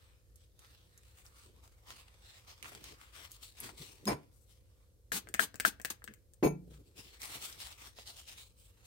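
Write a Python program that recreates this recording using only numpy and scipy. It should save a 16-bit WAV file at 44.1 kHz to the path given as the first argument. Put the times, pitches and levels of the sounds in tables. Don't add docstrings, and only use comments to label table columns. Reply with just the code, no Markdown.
import sys
import numpy as np
from scipy import signal
from scipy.fft import rfft, irfft, next_fast_len
from scipy.io import wavfile

SR = 44100
rng = np.random.default_rng(int(sys.argv[2]) if len(sys.argv) > 2 else 0)


def inscribe(sig):
    pcm = np.round(np.clip(np.atleast_2d(sig).T, -1, 1) * 32767)
    wavfile.write(sys.argv[1], SR, pcm.astype(np.int16))


N = 390726
TIME = np.arange(N) / SR
SIDES = np.array([[.5], [-.5]])

# (time [s], length [s], mist level [dB], valve pop level [dB], valve pitch [Hz])
SQUIRTS = [(5.118, 0.062, -36, -21, 1700), (5.3931, 0.047, -34.5, -8.5, 1630),
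           (5.6491, 0.033, -33, -7.5, 1554), (5.9008, 0.0039, -34, -57, 1600)]


def amp(db):
    return 10 ** (np.asarray(db) / 20)


def unit(x):
    return x / np.sqrt(np.mean(x ** 2) + 1e-30)


def curve_at(points, hz):
    f, value = np.transpose(points)
    return np.interp(np.log(hz + 1), np.log(f + 1), value)


def add(mix, s, sound):
    part = mix[:, round(s * SR):][:, :sound.shape[-1]]
    part += sound[..., :part.shape[1]]


def colour(x, db_at, size=4096):
    log_gain = np.log(amp(db_at(abs(np.fft.fftfreq(size, 1 / SR)))))
    response = np.exp(np.conj(signal.hilbert(log_gain)))
    taps = np.fft.ifft(response).real[:size // 2]
    return signal.oaconvolve(x, taps[None], axes=1)[:, :x.shape[1]]


def stereo(x, lag_samples=10):
    # (frequency [Hz], likeness [0 to 1])
    likeness = [(30, .85), (150, 0.76), (400, 0.64), (800, 0.1), (1500, 0.28), (16000, 0.034)]
    size = next_fast_len(x.shape[1], True)
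    left, other = rfft(x, size)
    same = np.clip(curve_at(likeness, np.fft.rfftfreq(size, 1 / SR)), -1, 1)
    right = irfft(same * left + np.sqrt(1 - same ** 2) * other, size)[:x.shape[1]]
    return np.array([x[0], np.roll(right, lag_samples)])


def shaped_noise(spectrum, samples, filter_size=4096):
    white = stereo(rng.standard_normal((2, samples)))
    return unit(colour(white, lambda f: curve_at(spectrum, f), filter_size))


def wander(per_s):
    turns = np.arange(0, N / SR + 1, 1 / per_s)
    return unit(np.interp(TIME, turns, rng.standard_normal(8192)[:len(turns)]))


def ring(hz, t60, t):
    return np.sin(2 * np.pi * hz * t) * np.exp(-np.log(1000) * t / t60)


def hump(f, hz, octaves):
    return -12 * np.log2(1 + (np.log2((f + 20) / hz) / octaves) ** 2 / 2)


def crack(decay_s, scatter, size=3000):
    x = scatter * rng.standard_normal((2, size)) * np.exp(-np.arange(size) / SR / decay_s)
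    x[0, 0] += 1
    x[1, 12] += .6
    return x


def gesture(length, rise_s, release_s):
    t = np.arange(0, length + 10 * release_s, 1 / SR)
    rise = np.sin(np.pi / 2 * np.minimum(t / rise_s, 1)) ** 2
    return rise * np.exp(-np.maximum(t - length, 0) / release_s)


def from_left(x):
    # (frequency [Hz], left louder than right [dB])
    shade = [(100, 1), (700, 1), (2500, 1), (6000, 3), (9000, 7.5), (14000, 5.5)]
    left = colour(x[:1], lambda f: curve_at(shade, f) / 2)
    right = colour(x[1:], lambda f: -curve_at(shade, f) / 2)
    return np.vstack([left, right])


def room(x, early_db, tail_db, early_s=0.0086, size=26000):
    # (frequency [Hz], ring time [s])
    ring_times = [(100, 0.75), (300, 0.37), (1000, 0.29), (4000, 0.24), (9000, 0.14), (16000, 0.16)]
    bounces = rng.standard_normal((2, size)) * (rng.random((2, size)) < .15) * (np.arange(size) > 60)
    early = bounces * np.exp(-np.arange(size) / SR / early_s)
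    hz, t, bands = signal.stft(stereo(bounces * rng.choice([-1, 1], size)), SR, nperseg=256)
    fade = np.exp(-np.log(1000) * t / curve_at(ring_times, hz)[:, None])
    tail = signal.istft(bands * fade, SR, nperseg=256)[1][:, :size]
    echo = (amp(early_db) * unit(early) + amp(tail_db) * unit(tail)) / np.sqrt(size)
    return x + signal.fftconvolve(x, echo, axes=1)[:, :N]


def room_tone(air_db=-63.5):
    # (frequency [Hz], relative level [dB])
    air_spectrum = [(15, -34.5), (25, -14), (40, -8), (57, -3), (108, -10), (130, -22.5), (190, -22.5),
                    (249, -33), (285, -27), (531, -28.5), (818, -42), (2350, -47), (3340, -47), (4140, -44),
                    (13600, -43.5), (16000, -49)]
    # (pitch [Hz], level [dB])
    fan_tones = [(57, -76), (116, -78.5), (460, -88.5), (500, -86), (537, -88.5)]
    air = shaped_noise(air_spectrum, N, filter_size=16384)
    fan = sum(amp(db) * np.sqrt(2) * np.sin(2 * np.pi * hz * TIME + wander(4.8)) for hz, db in fan_tones)
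    return air * amp(air_db) + fan


def desk_hums():
    # (time [s], length [s], level [dB], pitch [Hz])
    hums = [(3.795, 0.032, -47, 151), (4.054, 0.059, -32.5, 206), (4.07, 0.096, -43.5, 129),
            (6.075, 0.055, -54, 213), (6.518, 0.33, -57, 59.5), (6.65, 0.18, -55.5, 149.4)]
    out = np.zeros((2, N))
    for s, length, db, hz in hums:
        t = np.arange(0, length, 1 / SR)
        add(out, s, amp(db) * np.sin(np.pi * t / length) * np.sin(2 * np.pi * hz * t))
    return out


def hands(tissue_body, stroke_db=-9, lumpy_db=4.0, rise_s=0.058, release_s=0.07):
    # (time [s], length [s], level [dB])
    drags = [(1.44, 0.035, -65.5), (2.598, 0.038, -60.5), (2.69, 0.062, -63.5), (2.83, 0.053, -64),
             (3.58, 0.058, -56), (3.76, 0.063, -59.5), (3.988, 0.039, -60), (5.23, 0.037, -59),
             (6.04, 0.055, -64), (6.59, 0.22, -64), (6.938, 0.043, -62), (7.193, 0.16, -69)]
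    # (frequency [Hz], relative level [dB])
    rub_spectrum = [(60, -28.5), (110, 6), (160, -7.5), (300, -1.5), (450, -3), (650, -17.5), (1000, -33.5)]
    pressure = tissue_body * amp(stroke_db)
    for s, length, db in drags:
        add(pressure, s, amp(db) * gesture(length, rise_s, release_s))
    return shaped_noise(rub_spectrum, N) * pressure * amp(lumpy_db * wander(50))


def sliding(rise_s=0.052, release_s=0.036, shift_body_db=-3.5, shift_fizz_db=-4, shift_left_db=0.3):
    # (time [s], length [s], middle level [dB], body against middle [dB],
    # fizz against middle [dB], left louder than right [dB])
    strokes = [(0.343, 0.1, -77.5, -15, -4, 0), (0.597, 0.046, -70.5, -2, -2, -2),
               (0.675, 0.048, -78.5, 5, 3, -7), (0.984, 0.14, -75.5, -10, 0, 0),
               (1.137, 0.066, -71.5, -5, 3, 0), (1.226, 0.031, -68, -2.5, 4, -1),
               (1.324, 0.12, -68, -4.5, -2, -1), (1.606, 0.034, -66.5, -2, -2, 0),
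               (1.843, 0.076, -58, -3.5, -5, 0.5), (1.92, 0.083, -64, -7, -4, -1),
               (2.209, 0.165, -63.5, -6, -7, 0.5), (2.451, 0.056, -57.5, -8.5, -7, 0.5),
               (2.615, 0.084, -59.5, -2, 0, 1), (2.692, 0.061, -68.5, 2.5, 0, 6),
               (2.807, 0.096, -57.5, -7, -6.5, 1.5), (2.985, 0.047, -62.5, -7.5, -5.5, 4.5),
               (3.109, 0.13, -57.5, -5, -6, 5.5), (3.287, 0.051, -62, -31, -0.5, 2),
               (3.396, 0.047, -54.5, -12.5, 0, 2), (3.543, 0.064, -57.5, -4.5, -4.5, 2),
               (3.602, 0.045, -49, -2.5, -2.5, 2.5), (3.75, 0.11, -56.5, -9.5, -1.5, 3.5),
               (3.849, 0.087, -64.5, -6.5, -1.5, 4), (4.304, 0.13, -90, -19, 13, 6.5),
               (4.453, 0.071, -70.0, -12, -2, 5), (6.681, 0.078, -72.5, -3.5, -2.5, 2.5),
               (6.822, 0.048, -75.5, -21, -1, 1), (6.945, 0.057, -56.5, -6, -3, 2.5),
               (7.016, 0.13, -63, -7.5, -4.5, 2.5), (7.185, 0.069, -51, -7.5, 0, 2),
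               (7.268, 0.1, -51.5, -5, -1.5, -0.5), (7.389, 0.061, -47, -9.5, -1.5, 1),
               (7.468, 0.041, -56.5, -3.5, -1, 3), (7.566, 0.054, -49, -11, -3.5, 2.5),
               (7.632, 0.082, -58, -5, -2.5, 3), (7.761, 0.11, -58.5, -4, -3, 1.5),
               (7.944, 0.054, -55.5, -6.5, -4.5, 0.5), (8.046, 0.04, -49, -8, -5, 1),
               (8.137, 0.063, -58, -11, -3.5, 0.5), (8.251, 0.068, -55, -10.5, -5, 1),
               (8.34, 0.092, -59.0, -12.5, -3.5, 0), (8.551, 0.11, -72.5, -20.5, 3.5, -2.5),
               (8.834, 0.04, -59, -11.5, 2, 0)]
    # (time [s], level [dB])
    shifting = [(0, -72), (0.27, -87), (0.55, -87.5), (0.62, -71), (0.95, -77.5), (1.75, -77.5),
                (2.58, -72), (2.8, -66), (2.97, -72.5), (4, -72), (4.3, -83.5), (4.85, -83.5), (4.97, -100),
                (6.65, -93), (7.15, -74), (7.55, -63), (7.93, -104), (8.8, -75)]
    shift = amp(np.interp(TIME, *np.transpose(shifting)) + shift_left_db * SIDES)
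    power = [(shift * amp(band_db)) ** 2 for band_db in (shift_body_db, 0, shift_fizz_db)]
    for s, length, db, body_db, fizz_db, left_db in strokes:
        stroke = gesture(length, rise_s, release_s) * amp(db + left_db * SIDES)
        for band, band_db in zip(power, (body_db, 0, fizz_db)):
            add(band, s, (stroke * amp(band_db)) ** 2)
    return np.sqrt(power)


def crinkles(per_s=30, size_db=5.0, spread_db=3, decay_s=0.0018):
    sizes = amp(size_db + spread_db * np.minimum(rng.exponential(1, N), 2))
    kicks = sizes * (rng.random(N) < per_s / SR)
    bursts = signal.lfilter([1], [1, -np.exp(-1 / SR / decay_s)], kicks)
    return bursts * rng.standard_normal((2, N))


def folds(x, depth_db):
    bands = signal.stft(x, nperseg=512)[2]
    blur = np.outer(np.hanning(11), np.hanning(35))
    patches = signal.oaconvolve(rng.standard_normal(bands.shape[1:]), blur, "same")
    return signal.istft(bands * amp(depth_db * unit(patches)), nperseg=512)[1][:, :N]


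def tissue(slide, grain_db=2.0, grains_per_s=4500, hiss_gain=1.05, flutter_db=1.57, fizz_left_db=3):
    # (frequency [Hz], relative level [dB])
    paper_spectrum = [(290, -22.5), (500, -5), (650, -4.5), (900, -2.5), (1200, -1), (1550, -4), (2000, -2),
                      (3700, 2.5), (4940, -1), (6060, -4.5), (7310, -6.5), (8210, -4.5), (10100, -11),
                      (15100, -13), (16000, -8.5)]
    sizes = amp(grain_db * np.minimum(rng.exponential(1, N), 5))
    catches = sizes * (rng.random(N) < grains_per_s / SR)
    grains = unit(catches * rng.standard_normal((2, N)))
    friction = stereo(grains + hiss_gain * rng.standard_normal((2, N)) + crinkles())
    sheet = folds(colour(friction, lambda f: curve_at(paper_spectrum, f)), depth_db=2.4)
    body, middle, fizz = slide
    fizz = fizz * amp(fizz_left_db * SIDES)
    out = np.zeros((2, N))
    for edges_hz, level in [((600, 2200), body), ((2200, 7000), middle), ((7000, 16500), fizz)]:
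        band = signal.sosfilt(signal.butter(3, edges_hz, "band", fs=SR, output="sos"), sheet)
        out += band / band.mean(0).std() * level
    return out * amp(flutter_db * wander(90))


def crease_snaps():
    # (time [s], peak level [dB], centre [Hz], width [octaves])
    snaps = [(0.3584, -44.5, 9000, 0.95), (.592, -41.5, 6960, 4), (0.647, -45.5, 1790, 1.5),
             (0.977, -42, 8000, 0.74), (1.264, -44, 5000, 0.9), (1.905, -30.5, 1980, 1.4),
             (2.627, -30.5, 3340, 1.5), (2.645, -32.5, 1610, 0.89), (2.657, -35, 1370, 0.97),
             (2.720, -43, 750, 1), (2.750, -34, 900, 2.3), (2.841, -30.5, 2960, 3.2),
             (3.317, -31, 11300, 1.05), (3.603, -28.5, 11000, 0.38), (3.692, -36, 600, 1.34),
             (4.0547, -28.5, 8960, 2), (7.218, -31, 4960, 1.5), (7.527, -34, 5020, 0.87),
             (7.603, -29, 3450, 1.6), (7.726, -37, 4000, 0.62), (7.987, -37, 594, 1.7)]
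    out = np.zeros((2, N))
    for s, db, hz, octaves in snaps:
        snap = colour(crack(decay_s=0.00096, scatter=0.87), lambda f: hump(f, hz, octaves))
        add(out, s, amp(db) * snap / abs(snap).max())
    return out


def desk_ring(move, t, length, lag_s=0.00013):
    # (pitch [Hz], ring time [s], level on lifting [dB], level on setting down [dB])
    desk_tones = [(55, 0.38, -27, -14), (123.3, 0.087, -6.5, -8.5), (149.4, 0.35, -3.5, 2.5),
                  (178, 0.51, -35, -2), (209, 0.031, 3, -3.5), (281, 0.13, -10, -2),
                  (302.2, 0.22, -5.5, -6), (395.3, 0.28, -4, -12), (427.5, 0.1, -7.5, 0),
                  (453, 0.09, -19, -8), (605, 0.0807, -14, -21), (696.6, 0.085, -1.5, -14),
                  (735, 0.11, -19, -10), (846, 0.21, -18, -16), (983, 0.12, -1.5, -10.5),
                  (1034, 0.046, 4, -7.5), (1373, 0.26, -16, -23)]
    out = np.zeros((2, len(t)))
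    for hz, t60, *levels_db in desk_tones:
        damping = np.log(1000) / t60
        build_up = 1 - np.exp(-damping * np.minimum(t, length))
        fade = np.exp(-damping * np.maximum(t - length, 0))
        tone = np.sin(2 * np.pi * (hz * np.array([t, t - lag_s]) + rng.random()))
        out += amp(levels_db[move]) * unit(build_up * fade) * tone
    return out


def bottle_ring(move, t, split=0.01285, count=7):
    # (pitch [Hz], ring time [s], level on lifting [dB], level on setting down [dB])
    wall_tones = [(2300, 0.25, -4, 3.5), (2580, 0.11, -15, 5), (4250, .12, -18, -4), (5120, 0.13, 7, -2),
                  (6550, 0.25, -4, 2.5), (7542, 0.22, -20, -28), (8700, 0.18, -4, -10),
                  (10530, 0.21, -4.5, -1), (10830, 0.078, -2, -17), (12330, 0.071, -18, -26),
                  (13070, .12, -16, -36), (13570, 0.2, -4, 0)]
    out = np.zeros((2, len(t)))
    for hz, t60, *levels_db in wall_tones:
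        pitches = hz * (1 + split * rng.uniform(-1.0, 1, (count, 1)))
        phases = rng.random((2, count, 1))
        cluster = np.sin(2 * np.pi * (pitches * t + phases)).sum(1) * np.exp(-np.log(1000) * t / t60)
        out += amp(levels_db[move]) * cluster / cluster.std(1, keepdims=True)
    return out


def judder(t, length, rise_s, slips_per_s, release_s=0.031, slip_depth=0.28, easing_s=0.2):
    pressure = np.minimum(t / rise_s, 1) * np.exp(-t / easing_s - np.maximum(t - length, 0) / release_s)
    force = rng.standard_normal((2, len(t)))
    for _ in range(3):
        force = irfft(np.exp(1j * np.angle(rfft(force * pressure))))
    return force * pressure * (1 + slip_depth * np.cos(2 * np.pi * slips_per_s * t))


def bottle_scrapes(knock_hz=320, knock_s=0.0015, ring_delay_s=.003, grip_s=0.047):
    # (time [s], length [s], rise [s], scrape [dB], desk hum [dB],
    # bottle ring [dB], ring build-up [s], slips [per s], first knock [dB])
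    moves = [(4.066, 0.067, 0.011, -34, -40.5, -41, 0.0045, 169.7, -36.5),
             (6.4265, 0.048, 0.00091, -25, -32, -41.5, 0.027, 310, -18)]
    # (frequency [Hz], level on lifting [dB], level on setting down [dB])
    push_spectra = [(35, -23, 0.5), (60.3, -7, -1), (111.2, -8.5, -15.5), (177, -10, -6.5),
                    (300, -0.5, 7.5), (433, -3.5, 5), (534, -3, -2.5), (1050, -6.5, -12),
                    (1240, -12.5, -20), (2300, -14.5, -20), (3180, -25, -31), (4940, -22, -32.5),
                    (9040, -32.5, -42.5), (15000, -44, -46)]
    out, t = np.zeros((2, N)), np.arange(16384) / SR
    knock = t / knock_s * np.exp(1 - t / knock_s) * np.sin(2 * np.pi * knock_hz * t)
    for move, (s, length, rise, scrape_db, hum_db, ring_db, build, slips, knock_db) in enumerate(moves):
        spectrum = [(row[0], row[1 + move]) for row in push_spectra]
        scrape = colour(stereo(judder(t, length, rise, slips)), lambda f: curve_at(spectrum, f))
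        grip = np.exp(-np.maximum(t - length, 0) / grip_s)
        chime = bottle_ring(move, t) * (1 - np.exp(-t / build)) * grip
        hum = desk_ring(move, t, length)
        for delay, part, db in [(0, scrape, scrape_db), (0, hum, hum_db), (ring_delay_s, chime, ring_db)]:
            add(out, s + delay, amp(db) * part / part[:, :round(length * SR)].std())
        add(out, s, amp(knock_db) * knock)
    return out


def pump_clicks(rebound_s=0.0059, spring_db=-33, spring_hz=1750, spring_t60=0.032):
    # (time [s], level [dB], centre [Hz], width [octaves], bounce against click [dB])
    clicks = [(5.272, -37, 1650, 1.2, -22), (5.288, -33.5, 6030, 2.3, -26),
              (5.341, -14.5, 4300, 1.86, -2.5), (5.543, -31.5, 1970, 3.6, -27),
              (5.557, -28, 8040, 2.6, -27), (5.5999, -15, 5730, 2, -2), (5.799, -32.5, 1670, 2.3, -11),
              (5.816, -31.5, 8000, 1.1, -27), (5.849, -14, 5500, 1.85, -5),
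              (6.020, -44.5, 1260, 0.79, -16.5), (6.0417, -25.5, 9100, 2.15, -27),
              (6.077, -33.5, 2520, 1.08, -6), (6.138, -33.5, 9000, 2.4, -22.5),
              (6.336, -42.5, 8000, 0.81, -10.5)]
    # (frequency [Hz], boost [dB])
    head_spectrum = [(100, 16.5), (600, 6), (1000, -5), (1700, 4.5), (2800, -5), (4000, -12.5),
                     (6500, -8.5), (8200, -4), (10500, -15), (16000, -3.5)]
    out, t = np.zeros((2, N)), np.arange(3000) / SR
    spring = amp(spring_db) * ring(spring_hz, spring_t60, t)
    for s, db, hz, octaves, rebound_db in clicks:
        for delay, blow_db in [(0, db), (rebound_s, db + rebound_db)]:
            blow = crack(decay_s=0.001, scatter=0.52)
            click = colour(blow, lambda f: hump(f, hz, octaves) + curve_at(head_spectrum, f))
            add(out, s + delay, amp(blow_db) * (click / abs(click).max() + spring))
    return out


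def mist(open_s=0.0016, close_s=0.0096):
    # (frequency [Hz], relative level [dB])
    mist_spectrum = [(60, -25.5), (150, -3), (270, 2.5), (400, 1), (600, -10), (800, -3.5), (1100, -4),
                     (1500, -2), (2400, -3), (4100, -0.5), (5600, -4.5), (6500, 0), (7400, -5), (8200, 1.5),
                     (9800, -5), (16000, -4)]
    out, t = np.zeros((2, N)), np.arange(8192) / SR
    for s, length, mist_db, _, _ in SQUIRTS:
        flow = np.minimum(t / open_s, 1) * np.exp(-np.maximum(t - length, 0) / close_s)
        add(out, s, amp(mist_db) * shaped_noise(mist_spectrum, len(t)) * flow)
    return out


def valve_pops(pop_s=0.00068, delay_s=0.0011, right_db=-7, thump_db=-23, tube_db=-22):
    out, t = np.zeros((2, N)), np.arange(6000) / SR
    for s, _, _, pop_db, hz in SQUIRTS:
        phase = 2 * np.pi * hz * t
        pop = t / pop_s * np.exp(1 - t / pop_s) * (np.sin(phase) + 0.13 * np.cos(2 * phase))
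        pop += amp(tube_db) * ring(hz, t60=.035, t=t)
        right = amp(right_db) * np.roll(pop, 13)
        add(out, s + delay_s, amp(pop_db) * np.array([pop, right]))
        add(out, s, amp(pop_db + thump_db) * ring(hz=650, t60=0.038, t=t))
    return out


def scene():
    bottle = room(mist(), early_db=-9.5, tail_db=-14.5)
    bottle += room(valve_pops(), early_db=-8, tail_db=-22.0)
    bottle += room(pump_clicks(), early_db=-7, tail_db=-10)
    bottle += room(bottle_scrapes(), early_db=-20.5, tail_db=-16.5)
    slide = sliding()
    paper = tissue(slide) + room(crease_snaps(), early_db=-2.5, tail_db=-13.5)
    return paper + hands(tissue_body=slide[0]) + desk_hums() + from_left(bottle) + room_tone()


def record(dry, low_cut_hz=40, high_cut_hz=15900):
    no_rumble = signal.sosfilt(signal.butter(5, low_cut_hz, "high", fs=SR, output="sos"), dry)
    treble_cut = signal.firwin(401, high_cut_hz, window=("kaiser", 8), fs=SR)
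    return signal.oaconvolve(no_rumble, treble_cut[None], "same", axes=1)


dry = scene()
out = record(dry)
inscribe(out)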